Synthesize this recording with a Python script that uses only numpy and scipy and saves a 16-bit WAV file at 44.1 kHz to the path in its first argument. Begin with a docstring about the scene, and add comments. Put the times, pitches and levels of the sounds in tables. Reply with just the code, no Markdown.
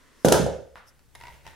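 """A bare room: wire strippers drop on a hollow board, thud, clatter and rock to rest, overloading the microphone.
Filtered clicks and damped modes make the thuds, dying noise bursts the steel jaws.
A hand then pats the cable and bends it into a metal wall box: noise ticks and ringing modes make it tick and creak.
Shaped noise makes the short slides, grainy rubbing, a faint early reverberation, the room air and a low rumble.
The struck sounds and the cable's ticks and creaks feed a noise reverberation, heard through two microphone ports."""
import sys
import numpy as np
from scipy import signal
from scipy.fft import rfft, irfft
from scipy.io import wavfile
from scipy.ndimage import uniform_filter1d

SR = 44100
rng = np.random.default_rng(int(sys.argv[2]) if len(sys.argv) > 2 else 0)


def waveform_to_disk(signal):
    """Save audio, clipped to [-1, 1], as 16-bit WAV at the path in sys.argv[1]."""
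    frames = np.transpose(np.atleast_2d(signal))
    scaled = np.clip(frames, -1, 1) * 32767
    samples = np.round(scaled).astype(np.int16)
    wavfile.write(sys.argv[1], SR, samples)


N = 68355
T = np.arange(N) / SR
BIN_HZ = np.fft.rfftfreq(N, 1 / SR)


def amp(db):
    """Decibels to gain."""
    return 10 ** (np.asarray(db) / 20)


def unit(x):
    """Scales to an energy of one, averaged over the channels."""
    return x / np.sqrt(np.mean(np.sum(x ** 2, -1)) + 1e-20)


def read(points, hz):
    """Reads a table on a logarithmic frequency axis."""
    f, value = np.transpose(points)
    return np.interp(np.log(hz + 1), np.log(f + 1), value)


def add(mix, s, sound):
    """Mixes a sound in at a given time in seconds."""
    part = mix[:, max(round(s * SR), 0):][:, :sound.shape[-1]]
    part += sound[..., :part.shape[1]]


def noise():
    """White noise at two microphone ports, whose likeness depends on frequency."""
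    # likeness of the two ports: (frequency [Hz], correlation [-1 to 1])
    port_likeness = [(30, 1), (130, -0.24), (500, 0.65), (1500, 0.55), (4500, 0.73), (8000, .2),
                     (12000, -0.082)]
    a, b = rfft(rng.standard_normal((2, N)))
    same = np.clip(read(port_likeness, BIN_HZ), -.99, .99)
    mid = a * np.sqrt((1 + same) / 2)
    side = b * np.sqrt((1 - same) / 2)
    return irfft(np.array([mid + side, mid - side]), N)


def hiss(spectrum):
    """Steady coloured noise of rms one."""
    coloured = irfft(rfft(noise()) * amp(read(spectrum, BIN_HZ)), N)
    return unit(coloured) * np.sqrt(N)


def impulse(spectrum, size=4096):
    """A minimum-phase click: the most compact causal sound with this spectrum."""
    log_gain = np.log(amp(read(spectrum, abs(np.fft.fftfreq(size, 1 / SR)))))
    response = np.exp(np.conj(signal.hilbert(log_gain)))
    return unit(np.fft.ifft(response).real)


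def burst(spectrum, decay_s, size=2048):
    """A shower of tiny contacts: coloured noise that dies exponentially."""
    shower = noise()[:, :size] * np.exp(-T[:size] / max(decay_s, 1e-4))
    return unit(signal.fftconvolve(shower, impulse(spectrum)[None], axes=1))


def ring(modes, apart=0., size=N):
    """Damped modes of alternating sign, struck once; each port's phase shifts by `apart` radians, in opposite ways."""
    t = T[:size]
    ports = np.array([[-1], [1]])
    total = 0
    for k, (hz, db, t60) in enumerate(modes):
        decay = amp(db - 60 * t / t60)
        total = total + (-1) ** k * decay * np.sin(2 * np.pi * hz * t + apart * ports)
    return unit(total)


def room(x, wet_db, count=14):
    """The diffuse tail of a sound: overlapping noise bands that each die at their own speed."""
    # reverberation time: (frequency [Hz], t60 [s])
    reverb_times = [(60, 0.62), (170, 0.38), (320, .42), (520, 0.52), (800, 0.4), (1400, 0.5), (3000, 0.5),
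                    (6000, 0.44), (10000, .34), (15000, 0.25)]
    build_s = 0.0039
    centres = np.geomspace(60, 16000, count)
    z = rfft(noise())
    tail = 0
    for f, band in zip(centres, np.eye(count)):
        weight = read(list(zip(centres, band)), BIN_HZ)  # crossfades into the neighbouring bands
        tail = tail + irfft(z * weight, N) * amp(-60 * T / read(reverb_times, f))
    tail = unit(tail * (1 - np.exp(-T / build_s)))
    return amp(wet_db) * signal.fftconvolve(x, tail, axes=1)[:, :N]


def pan(x, right_db):
    """Leans a sound to the right by a level difference between the ports."""
    return x * amp([[-right_db / 2], [right_db / 2]])


def dropped_tool():
    """Each blow booms the board and rattles the steel jaws; the thuds wake the standing waves of the room."""
    # blows of the tool on the board: (time [s], thud level [dB], thud low edge [Hz], thud high edge [Hz],
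    # jaw clatter level [dB], clatter decay constant [s])
    blows = [(.2471, 14.5, 124.4, 410, -6.5, 0.0016), (0.2479, 5.5, 510, 1800, -7.5, 0.009),
             (0.2513, -6.5, 100, 598, 1.5, 0.0075), (.2803, -1, 300, 580, -31, 0.0049),
             (.2848, -19.5, 300, 592, 1.5, 0.0036), (0.3205, 12.5, 65, 838, -10.5, .002),
             (.3216, 6.5, 430, 2060, -1.5, .0015), (0.3239, 10, 306, 1523, 9.5, 0.0031),
             (.3430, -1, 1500, 1900, -13, .004), (0.3964, 5, 70, 236, -31, 0.00287),
             (0.425, -3.5, 80.4, 194, -28, .003), (.4640, 3, 400, 690, -21, 0.0025),
             (.5090, -16.5, 149, 600, -42.5, .003), (0.553, -22, 59.8, 166, -46, .003)]
    # knock of the contact: (frequency [Hz], relative level [dB])
    knock_spectrum = [(30, -19.5), (70, -6), (160, 0), (300, -4), (520, 6), (750, 0), (950, -7),
                      (1150, -21), (1480, -8.5), (2400, -29.5), (8000, -45)]
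    # clatter of the steel jaws: (frequency [Hz], relative level [dB])
    jaw_spectrum = [(200, -10.5), (800, -1), (1500, 3.5), (1950, -4.5), (2400, -5), (3350, -2), (4600, -5),
                    (6200, 0), (8000, -4), (10500, -2), (12500, -9), (16000, -15)]
    # modes of the hollow board: (frequency [Hz], relative level [dB], t60 [s])
    board_modes = [(137, -9.5, 0.38), (189, -0.5, 0.06), (323.3, 6, 0.13), (390, -7, 0.047),
                   (570, -9, 0.14), (576, -6.5, .22), (590, -17, .18), (754, -8.5, .16),
                   (839.5, -7.5, 0.39), (1500, 5.5, 0.16)]
    # standing waves of the room: (frequency [Hz], relative level [dB], t60 [s])
    standing_waves = [(70.7, 4.5, 0.56), (463, -1, 0.27), (510, -2, 0.58), (549, -1, .6)]
    board_db, standing_db, low_cut_hz = -18.5, -20, 55

    thuds, clatter, cracks = np.zeros((3, 2, N))
    knock, crack = impulse(knock_spectrum), impulse(jaw_spectrum)
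    for s, thud_db, low_hz, high_hz, jaw_db, decay_s in blows:
        thud = signal.lfilter(*signal.butter(3, high_hz, fs=SR), knock)
        thud = signal.lfilter(*signal.butter(2, low_hz, "high", fs=SR), thud)
        add(thuds, s, amp(thud_db) * unit(thud))
        add(clatter, s, amp(jaw_db) * burst(jaw_spectrum, decay_s))
        add(cracks, s, amp(jaw_db) * crack)  # heard only through the room
    modes = amp(board_db) * ring(board_modes, apart=0.36)
    modes = modes + amp(standing_db) * ring(standing_waves, apart=0.29)
    ringing = signal.fftconvolve(thuds, modes, axes=1)[:, :N]
    boom = thuds + room(thuds, wet_db=0.5) + ringing
    boom = signal.sosfilt(signal.butter(6, low_cut_hz, "high", fs=SR, output="sos"), boom)
    rattle = clatter + room(cracks, wet_db=-2.5)
    return pan(boom, right_db=2.5) + pan(rattle, right_db=0.1)


def cable():
    """The stiff cable sticks and slips on the edge of the box: a tick and a short ring each time."""
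    # slips: (time [s], pitch [Hz], creak level [dB], dull tick level [dB], bright tick level [dB])
    slips = [(.9930, 970, -52, -38, -46), (1.1514, 950, -25, -24.5, -24.5), (1.1552, 937, -26, -23, -35),
             (1.2022, 895, -26.5, -39, -33), (1.2110, 940, -19.5, -26, -43), (1.223, 920, -55, -28, -40),
             (1.2366, 944, -19, -24.5, -44), (1.2533, 979, -21, -29, -43), (1.27, 961, -18.5, -24.5, -42),
             (1.2825, 968, -20, -28.5, -55), (1.3005, 930, -23.5, -42, -52), (1.3090, 920, -33, -53, -52),
             (1.342, 910, -33.5, -37, -42), (1.4528, 906, -26.5, -37, -60), (1.4660, 931, -22, -20.5, -37),
             (1.4757, 881, -20.5, -23.5, -47), (1.5103, 897, -38, -44, -38), (1.5330, 904, -27.5, -42, -55)]
    # modes of the cable in the box: (multiple of the pitch, relative level [dB], t60 [s])
    box_modes = [(.68, -16, 0.074), (1, 0.5, 0.072), (1.23, -13.5, .03), (1.54, -2, 0.013),
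                 (2.03, -4, 0.056), (2.1, -1.5, 0.026), (2.27, -3.5, 0.038), (2.9, -7.5, 0.018),
                 (3.55, -13.5, 0.045), (4.08, -9, 0.0098)]
    # dull tick of the sheath: (frequency [Hz], relative level [dB])
    dull_spectrum = [(200, -10), (700, -0.5), (1800, -3.5), (3400, -5.5), (5200, -9), (7000, -14),
                     (16000, -30)]
    # bright tick of the sheath: (frequency [Hz], relative level [dB])
    bright_spectrum = [(500, -12.5), (4000, -9), (7000, -15), (9000, 3.5), (11000, 2), (12300, -6),
                       (14000, -11), (16000, -8)]

    out = np.zeros((2, N))
    for s, pitch_hz, creak_db, dull_db, bright_db in slips:
        modes = [(pitch_hz * ratio, db, t60) for ratio, db, t60 in box_modes]
        add(out, s, amp(creak_db) * ring(modes, size=8192))
        add(out, s, amp(dull_db) * burst(dull_spectrum, decay_s=0.0027))
        add(out, s, amp(bright_db) * burst(bright_spectrum, decay_s=0.00097))
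    return out + room(out, wet_db=-6.5)


def hand_pat():
    """A palm lands softly on the cable: one coloured click and its room tail."""
    # palm on the cable: (frequency [Hz], relative level [dB])
    palm_spectrum = [(150, -2.5), (450, -10), (850, 2.5), (1500, 2), (1950, -2), (2350, -9), (3700, -12),
                     (5500, -25), (15000, -34)]
    pat_s, pat_db = .757, -19
    pat = np.zeros((2, N))
    add(pat, pat_s, amp(pat_db) * impulse(palm_spectrum))
    return pat + room(pat, wet_db=3)


def finger_slides():
    """Fingers slide along the sheath: bright noise in short bell-shaped swells."""
    # slides: (centre time [s], spread as standard deviation [s], level [dB])
    slides = [(0.228, 0.044, -65), (0.69, .03, -77), (0.777, 0.02, -65.5), (.886, 0.013, -57.5)]
    # colour of a slide: (frequency [Hz], relative level [dB])
    slide_spectrum = [(1000, -20.5), (4300, -14.5), (5200, 5), (6300, -3.5), (7100, -10.5), (8500, -6),
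                      (11500, -2.5), (13000, -10.5), (16000, -13)]
    swells = sum(amp(db) * np.exp(-((T - s) / spread) ** 2 / 2) for s, spread, db in slides)
    return hiss(slide_spectrum) * swells


def sheath_rubbing():
    """The sheath rubs grainily: noise with a randomly fluttering level."""
    # colour of the rubbing: (frequency [Hz], relative level [dB])
    rub_spectrum = [(100, -17.5), (300, 0.5), (600, 8), (950, -3.5), (1300, -2), (2100, 3), (3300, -4),
                    (5000, -10), (9000, -13), (13000, -18.5), (16000, -22)]
    # strength of the rubbing: (time [s], level [dB])
    rub_levels = [(0, -69.5), (.22, -73), (.6, -75.5), (1.12, -79), (1.16, -64), (1.28, -58), (1.35, -58),
                  (1.425, -63.5), (1.48, -52), (1.55, -58.5)]
    flutter_db = uniform_filter1d(rng.standard_normal(N), size=64) * 20
    grain = unit(amp(flutter_db)) * np.sqrt(N)  # rms one
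    return hiss(rub_spectrum) * grain * amp(np.interp(T, *np.transpose(rub_levels)))


def early_reverberation():
    """A faint early reverberation, already in the room: steady coloured noise that fades out."""
    # colour of the early reverberation: (frequency [Hz], relative level [dB])
    reverberation_spectrum = [(59, -53.5), (100, -25), (202, -11.5), (249, -1.5), (535, -12.5), (784, -24),
                              (1010, -5), (1200, -12.5), (2000, -8.5), (2320, -20.5), (2520, -17.5),
                              (9610, -23.5), (16000, -43)]
    reverberation_db, end_s, fade_s = -60.5, 0.43, 0.045
    fade = np.clip((end_s - T) / fade_s, 0, 1)
    return amp(reverberation_db) * hiss(reverberation_spectrum) * fade


def low_rumble():
    """A low rumble that swells as the arms move: deep noise on a level curve."""
    # colour of the rumble: (frequency [Hz], relative level [dB])
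    rumble_spectrum = [(20, -7.5), (45, -9), (68, 5.5), (90, -6.5), (128, -1), (180, -11.5), (300, -35.5),
                       (900, -34)]
    # strength of the rumble: (time [s], level [dB])
    rumble_levels = [(0, -65), (.8, -68), (.93, -62), (1.07, -60.5), (1.13, -58.5), (1.22, -53),
                     (1.33, -51.5), (1.42, -58), (1.48, -50), (1.55, -58.5)]
    return hiss(rumble_spectrum) * amp(np.interp(T, *np.transpose(rumble_levels)))


def room_air():
    """Still air of the room: steady noise, strongest in the bass."""
    # colour of the air: (frequency [Hz], relative level [dB])
    air_spectrum = [(25, 2), (70, -5), (130, -13.5), (280, -7), (600, -15), (1500, -18), (3000, -23.5),
                    (9000, -23.5), (13000, -28.5), (16000, -32.5)]
    air_db = -65.5
    return amp(air_db) * hiss(air_spectrum)


def scene():
    """All sources together."""
    hands = hand_pat() + finger_slides() + sheath_rubbing()
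    background = early_reverberation() + low_rumble() + room_air()
    return dropped_tool() + cable() + hands + background


def record(dry):
    """The microphone overloads smoothly on the hardest blows; then a low-pass limits the band."""
    ceiling, edge_hz = 0.76, 15900  # ceiling in full-scale amplitude
    clipped = dry / (1 + (dry / ceiling) ** 8) ** (1 / 8)
    low_pass = signal.firwin(255, edge_hz, window=("kaiser", 9), fs=SR)
    return signal.oaconvolve(clipped, low_pass[None], "same")


dry = scene()
out = record(dry)
waveform_to_disk(out)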